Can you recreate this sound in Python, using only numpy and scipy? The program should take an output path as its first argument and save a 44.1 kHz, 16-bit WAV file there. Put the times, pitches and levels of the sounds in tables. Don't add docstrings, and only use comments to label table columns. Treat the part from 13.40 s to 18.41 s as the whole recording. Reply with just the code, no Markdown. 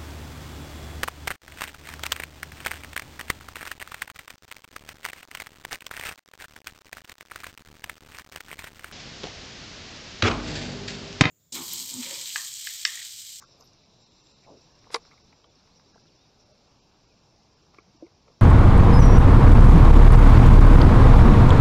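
import sys
import numpy as np
from scipy import signal
from scipy.fft import rfft, irfft, next_fast_len
from scipy.io import wavfile
from scipy.ndimage import uniform_filter1d

SR = 44100
rng = np.random.default_rng(int(sys.argv[2]) if len(sys.argv) > 2 else 0)


def bounce(signal):
    frames = np.transpose(np.atleast_2d(signal))
    limited = np.clip(frames, -1, 1)
    pcm = np.round(limited * 32767).astype(np.int16)
    wavfile.write(sys.argv[1], SR, pcm)


def volts_from_db(level):
    exponent = np.asarray(level, float) / 20
    return 10 ** exponent


N = 220985

# pitch_hz, level_db, t60_s
REEL_MODES = [(329, -8.5, .04), (465, 1, .07), (530, -8.5, .05), (653, -8.5, 0.06), (764, -6, .04),
              (816.6, -7, 0.071), (900, -2.5, 0.041), (1050, -7, 0.076), (1156, -2, 0.048),
              (1368, -8.5, .06), (1619, -11, .05), (2050, -5.5, 0.032), (2230, -8.5, 0.05), (2400, -6, .03),
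              (2753, -16.5, 0.045), (3140, -2.5, 0.01), (3855, 0.5, 0.019), (4240, -4, 0.012),
              (4740, 5, 0.012), (5226, -4.5, 0.028), (5800, -1, 0.012), (7500, -14, 0.048),
              (6400, -13.5, 0.012), (8560, -8, 0.011), (9200, -11.5, 0.013), (9900, -14, 0.015),
              (10480, -12, 0.014), (11450, -14.5, 0.014), (12400, -30, .01), (14300, -28, .005)]
# start_s, peak_db, centre_hz, spread_octaves, ring_share (of t60)
SNAP_BLOWS = [
    (1.5424, -28, 1526, 1.5, .6),
    (1.5438, -12, 4890, 0.85, 0.55),
    (1.5428, -26, 496, .45, .9),
    (1.5456, -13.5, 4600, .8, 0.62),
    (1.5458, -17, 1298, 0.98, .4),
    (1.5505, -29.5, 2140, 0.64, 0.7),
    (1.5536, -29.5, 610, 0.91, 0.66),
    (1.5588, -24.5, 4890, 0.93, 0.5),
    (1.5600, -29, 900, 1., .6),
    (1.5635, -30, 1710, 1.1, 0.45),
]
# start_s, peak_db, centre_hz
PINGS = [(.022, -51, 5960), (.039, -47.5, 1330), (.209, -43, 5930), (.224, -40.5, 5800), (.275, -48, 5800),
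         (.333, -47.5, 5800), (.603, -54, 5200), (1.717, -49.5, 2180), (1.777, -53.5, 2050),
         (1.927, -51.5, 2190), (2.042, -47.5, 3100), (2.545, -54.5, 1540), (2.578, -55, 1490),
         (2.655, -56, 1560), (4.3845, -42.5, 1257), (4.385, -44, 2230), (4.385, -44.5, 335),
         (4.664, -56.5, 2230), (4.918, -60.5, 1130)]
# start_s, peak_db, centre_hz
TAPS = [(.022, -41.5, 1300), (1.443, -52, 2070), (1.468, -46.5, 796), (1.502, -43, 710), (1.675, -56, 1110),
        (1.738, -54, 1000), (1.929, -54, 790), (2.043, -51.5, 1050), (2.557, -46, 683), (2.566, -59.5, 790),
        (4.340, -52.5, 900), (4.666, -50, 500), (4.899, -54.5, 610)]
# start_s, peak_db, centre_hz
CLACKS = [(.435, -52.5, 2480), (1.504, -42, 1920), (1.651, -50.5, 1575), (1.711, -50, 1770),
          (1.722, -51.5, 900), (1.731, -50.5, 1580), (2.273, -56.5, 1470), (2.396, -52, 1300),
          (4.345, -47.5, 1520), (4.880, -51.5, 1390)]
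PING_SPREAD_OCTAVES, PING_RING_SHARE = 0.2, 0.65
TAP_SPREAD_OCTAVES, TAP_RING_SHARE = 0.55, 0.44
CLACK_SPREAD_OCTAVES, CLACK_RING_SHARE = 1, 0.4
# middle_s, length_s, level_db, centre_hz, width_hz
RUBS = [(.015, 0.026, -62, 1200, 1540), (.21, 0.047, -58.5, 820, 787), (.01, 0.024, -59.5, 5800, 2000),
        (0.229, .045, -67, 11850, 900), (1.045, 0.029, -65.5, 2220, 596), (1.10, 0.055, -52.5, 724, 500),
        (1.13, .10, -53, 344, 445), (1.348, .12, -75, 1660, 300), (3.12, 0.044, -61, 589, 60),
        (4.889, .05, -62, 560, 298), (4.485, .04, -60, 177, 100), (4.55, .02, -59.5, 273, 120)]
# start_s, peak_db, free_ring_s
HULL_BUMP = (4.6240, -30, .039)
# pitch_hz, level_db, t60_s
HULL_MODES = [(310, 0, .12), (403, -0.5, 0.011), (500, 4, .018)]
# time_s, level_db
INSECT_LEVELS = [(0.0, -65), (0.57, -66.5), (0.87, -61.5), (1.05, -65), (2.4, -69.5), (3.0, -71),
                 (5.01, -74.5)]
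# centre_hz, width_hz, level_db, throb_db
INSECT_BANDS = [(2675, 410, -9, 3), (3913, 650, -3.5, 1.5), (4790, 580, -7.5, 3.5), (5470, 800, -1.5, 4.5),
                (7300, 500, -12.5, 3)]
# start_s, length_s, from_hz, to_hz, level_db
BIRDS = [(.75, .08, 5700, 6000, -67), (1.653, .047, 3650, 4600, -63), (1.868, .055, 3500, 4650, -64),
         (2.08, .035, 3650, 3300, -68), (2.15, .035, 4800, 4050, -66), (2.185, .025, 3900, 4600, -64),
         (2.303, .05, 3750, 4850, -65), (2.435, .04, 4300, 5500, -66), (2.65, .055, 5400, 2300, -65),
         (2.35, .025, 4700, 3300, -68), (2.70, .05, 4950, 4300, -67), (2.46, .05, 5400, 5700, -66),
         (2.77, .045, 3350, 3720, -68), (2.808, .06, 3720, 3700, -67), (3.68, .07, 2700, 2200, -71)]
# pitch_hz, density_db (per Hz)
AIR_SPECTRUM = [(12, -26.5), (20, -4.5), (90, -3.5), (119, -1), (202, -5), (597, -10.5), (1010, -12.5),
                (1920, -25), (2340, -20), (3260, -22), (5540, -16), (7500, -35), (7800, -42.5),
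                (15500, -47.5)]
# time_s, level_db
BREEZE = [(0.0, -63), (0.75, -65), (1.56, -60.5), (2.0, -64), (3.45, -64), (5.01, -65.5)]
AIR_DB = -61
# pitch_hz, step_db
CAMERA_STEPS = [(100, -11.5), (700, -4), (1500, 1), (3300, 0.5), (5500, -4.5), (6300, -0.5), (7600, 5),
                (7900, 8.5), (16000, 9)]
STARVED_S = [.06, .22, .45, .64, .661, .705, .83, .94, .961, 1.33, 1.82, 2.08, 2.53, 2.64, 3.05, 3.13, 3.41,
             3.66, 4.15, 4.42, 4.59, 4.64]
STARVED_DB = 7.5
HOP, FIRST, BINS = 941, 720, 10


def level(x, db):
    return x * volts_from_db(db) / np.sqrt(np.mean(x ** 2))


def band(x, hz, width):
    n = next_fast_len(len(x))
    f = np.fft.rfftfreq(n, 1 / SR)
    bell = np.exp(-0.5 * ((f - hz) / width) ** 2)
    return irfft(rfft(x, n) * bell, n)[:len(x)]


def walk(rate):
    k = int(SR / rate)
    held = np.repeat(rng.standard_normal(N // k + 1), k)
    return 1.5 * uniform_filter1d(uniform_filter1d(held, k), k)[:N]


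def over_time(table):
    s, db = np.transpose(table)
    return np.interp(np.arange(N) / SR, s, db)


def add(out, s, x):
    i = max(int(s * SR), 0)
    out[i:i + len(x)] += x[:N - i]


def ring(modes, peak_db, gain, share, detune, rise=0.0003):
    hz, db, t60 = np.transpose(modes)[:, :, None]
    t = np.arange(SR // 5) / SR
    decay = np.exp(-np.log(1000) * t / (t60 * share))
    x = volts_from_db(db) * gain * np.sin(2 * np.pi * hz * detune * t) * decay
    x = x.sum(axis=0) * (1 - np.exp(-(t / rise) ** 2))
    return volts_from_db(peak_db) * x / np.abs(x).max()


def reel(blows):
    out = np.zeros(N)
    count = len(REEL_MODES)
    hz = np.array(REEL_MODES)[:, :1]
    sign = (-1.0) ** np.arange(count)[:, None]
    chance = rng.standard_normal((len(blows), 2, count, 1))
    grit = rng.standard_normal((len(blows), SR // 40))
    for (s, db, centre_hz, spread, share), (size, off), g in zip(blows, chance, grit):
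        reach = np.exp(-0.5 * (np.log2(hz / centre_hz) / spread) ** 2)
        gain = reach * sign * volts_from_db(1.4 * size)
        add(out, s, ring(REEL_MODES, db, gain, share, 1 + 0.0036 * off))
        fade = np.exp(-np.arange(len(g)) / SR / (0.0044 * share))
        crack = band(g, centre_hz, 0.41 * spread * centre_hz) * fade
        add(out, s, crack * volts_from_db(db - 7.5) / np.abs(crack).max())
    return signal.sosfilt(signal.butter(3, 290, "high", fs=SR, output="sos"), out)


def clutch_snap():
    return reel(SNAP_BLOWS)


def ticks():
    kinds = [(PINGS, PING_SPREAD_OCTAVES, PING_RING_SHARE),
             (TAPS, TAP_SPREAD_OCTAVES, TAP_RING_SHARE),
             (CLACKS, CLACK_SPREAD_OCTAVES, CLACK_RING_SHARE)]
    return sum(reel([(*row, spread, share) for row in rows]) for rows, spread, share in kinds)


def hand_rubs():
    out = np.zeros(N)
    for s, length, db, hz, width in RUBS:
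        chance = rng.standard_normal((2, SR // 3))
        n = int(2 * length * SR)
        size_db = 1.3 * uniform_filter1d(chance[1], size=64) * 8
        grains = chance[0] * volts_from_db(size_db)
        add(out, s - length, level(band(grains, hz, width / 2)[:n], db) * np.hanning(n))
    return out


def hull_bump():
    out, t = np.zeros(N), np.arange(SR // 5) / SR
    s, db, free = HULL_BUMP
    rising = 1 + 2.6 * t
    pressed = 1 + np.exp((t - free) / 0.0028)
    add(out, s, ring(HULL_MODES, db, 1, 0.93, rising, rise=0.00075) / pressed)
    return signal.sosfilt(signal.butter(3, [250, 720], "band", fs=SR, output="sos"), out)


def insects():
    throb = np.clip(walk(80), 0, 1.6)
    chorus = np.zeros(N)
    for hz, width, db, throb_db in INSECT_BANDS:
        swell_db = db + throb_db * throb + 1.5 * walk(35) + 1.1 * walk(4)
        chorus += volts_from_db(swell_db) * band(rng.standard_normal(N), hz, width / 2)
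    return level(chorus, 1) * volts_from_db(over_time(INSECT_LEVELS))


def birds():
    out = np.zeros(N)
    for s, length, from_hz, to_hz, db in BIRDS:
        n = int(length * SR)
        phase = 2 * np.pi * np.cumsum(np.linspace(from_hz, to_hz, n)) / SR
        add(out, s, volts_from_db(db) * np.hanning(n) ** 0.5 * np.sin(phase))
    return out


def air():
    n = next_fast_len(N)
    f = np.fft.rfftfreq(n, 1 / SR) + 1
    hz, db = np.transpose(AIR_SPECTRUM)
    tilt = rfft(rng.standard_normal(n)) * volts_from_db(np.interp(np.log(f), np.log(hz), db))
    gust_db = over_time(BREEZE) - np.transpose(BREEZE)[1].mean()
    out = np.zeros(N)
    for k in np.arange(8, 30):
        share = np.cos(np.pi / 2 * np.clip(2 * np.log2(f) - k, -1, 1)) ** 2
        out += volts_from_db(0.71 * gust_db + 1.04 * walk(12)) * irfft(tilt * share, n)[:N]
    return level(out, AIR_DB)


def camera_rounding(x):
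    n, k = np.arange(2 * HOP) + 0.5, np.arange(HOP) + 0.5
    window = np.sin(np.pi * n / (2 * HOP))[:, None]
    basis = window * np.cos(np.pi / HOP * np.outer(n + HOP / 2, k)) * np.sqrt(2 / HOP)
    starts = np.arange(FIRST, N + 2 * HOP, HOP)
    c = np.pad(x, (2 * HOP, 2 * HOP))[starts[:, None] + np.arange(2 * HOP)] @ basis
    middle = (starts - HOP) / SR
    starved = (np.abs(middle[:, None] - STARVED_S) < HOP / SR / 2).any(axis=1)
    need_db = STARVED_DB * starved[:, None]
    local = np.sqrt(uniform_filter1d(c ** 2, size=36, axis=1))
    loud_db = 20 * np.log10(local / np.median(local, axis=0))
    scatter_db = 2.5 * rng.standard_normal((len(c), HOP // BINS + 1))
    hz, db = np.transpose(CAMERA_STEPS)
    f = k * SR / (2 * HOP)
    favour = np.where(f < 6000, -0.11, 0.0)
    step = local * volts_from_db(np.interp(f, hz, db) + need_db + favour * loud_db)
    step = step[:, BINS // 2::BINS]
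    step = np.repeat(step * volts_from_db(scatter_db[:, :step.shape[1]]), BINS, axis=1)
    top = step.shape[1]
    c = c[:, :top]
    rounded = np.sign(c) * np.floor(np.abs(c) / step + 0.4) * step
    blocks = rounded @ basis[:, :top].T
    return (blocks[1:, :HOP] + blocks[:-1, HOP:]).ravel()[HOP - FIRST:][:N]


def scene():
    near = clutch_snap() + ticks() + hand_rubs() + hull_bump()
    far = insects() + birds() + air()
    return (near + far)[None]


def roll_off(x):
    return signal.sosfilt(signal.butter(12, 15670, fs=SR, output="sos"), x)


def record(dry):
    mix = camera_rounding(dry[0])[None]
    return roll_off(mix)


dry = scene()
out = record(dry)
bounce(out)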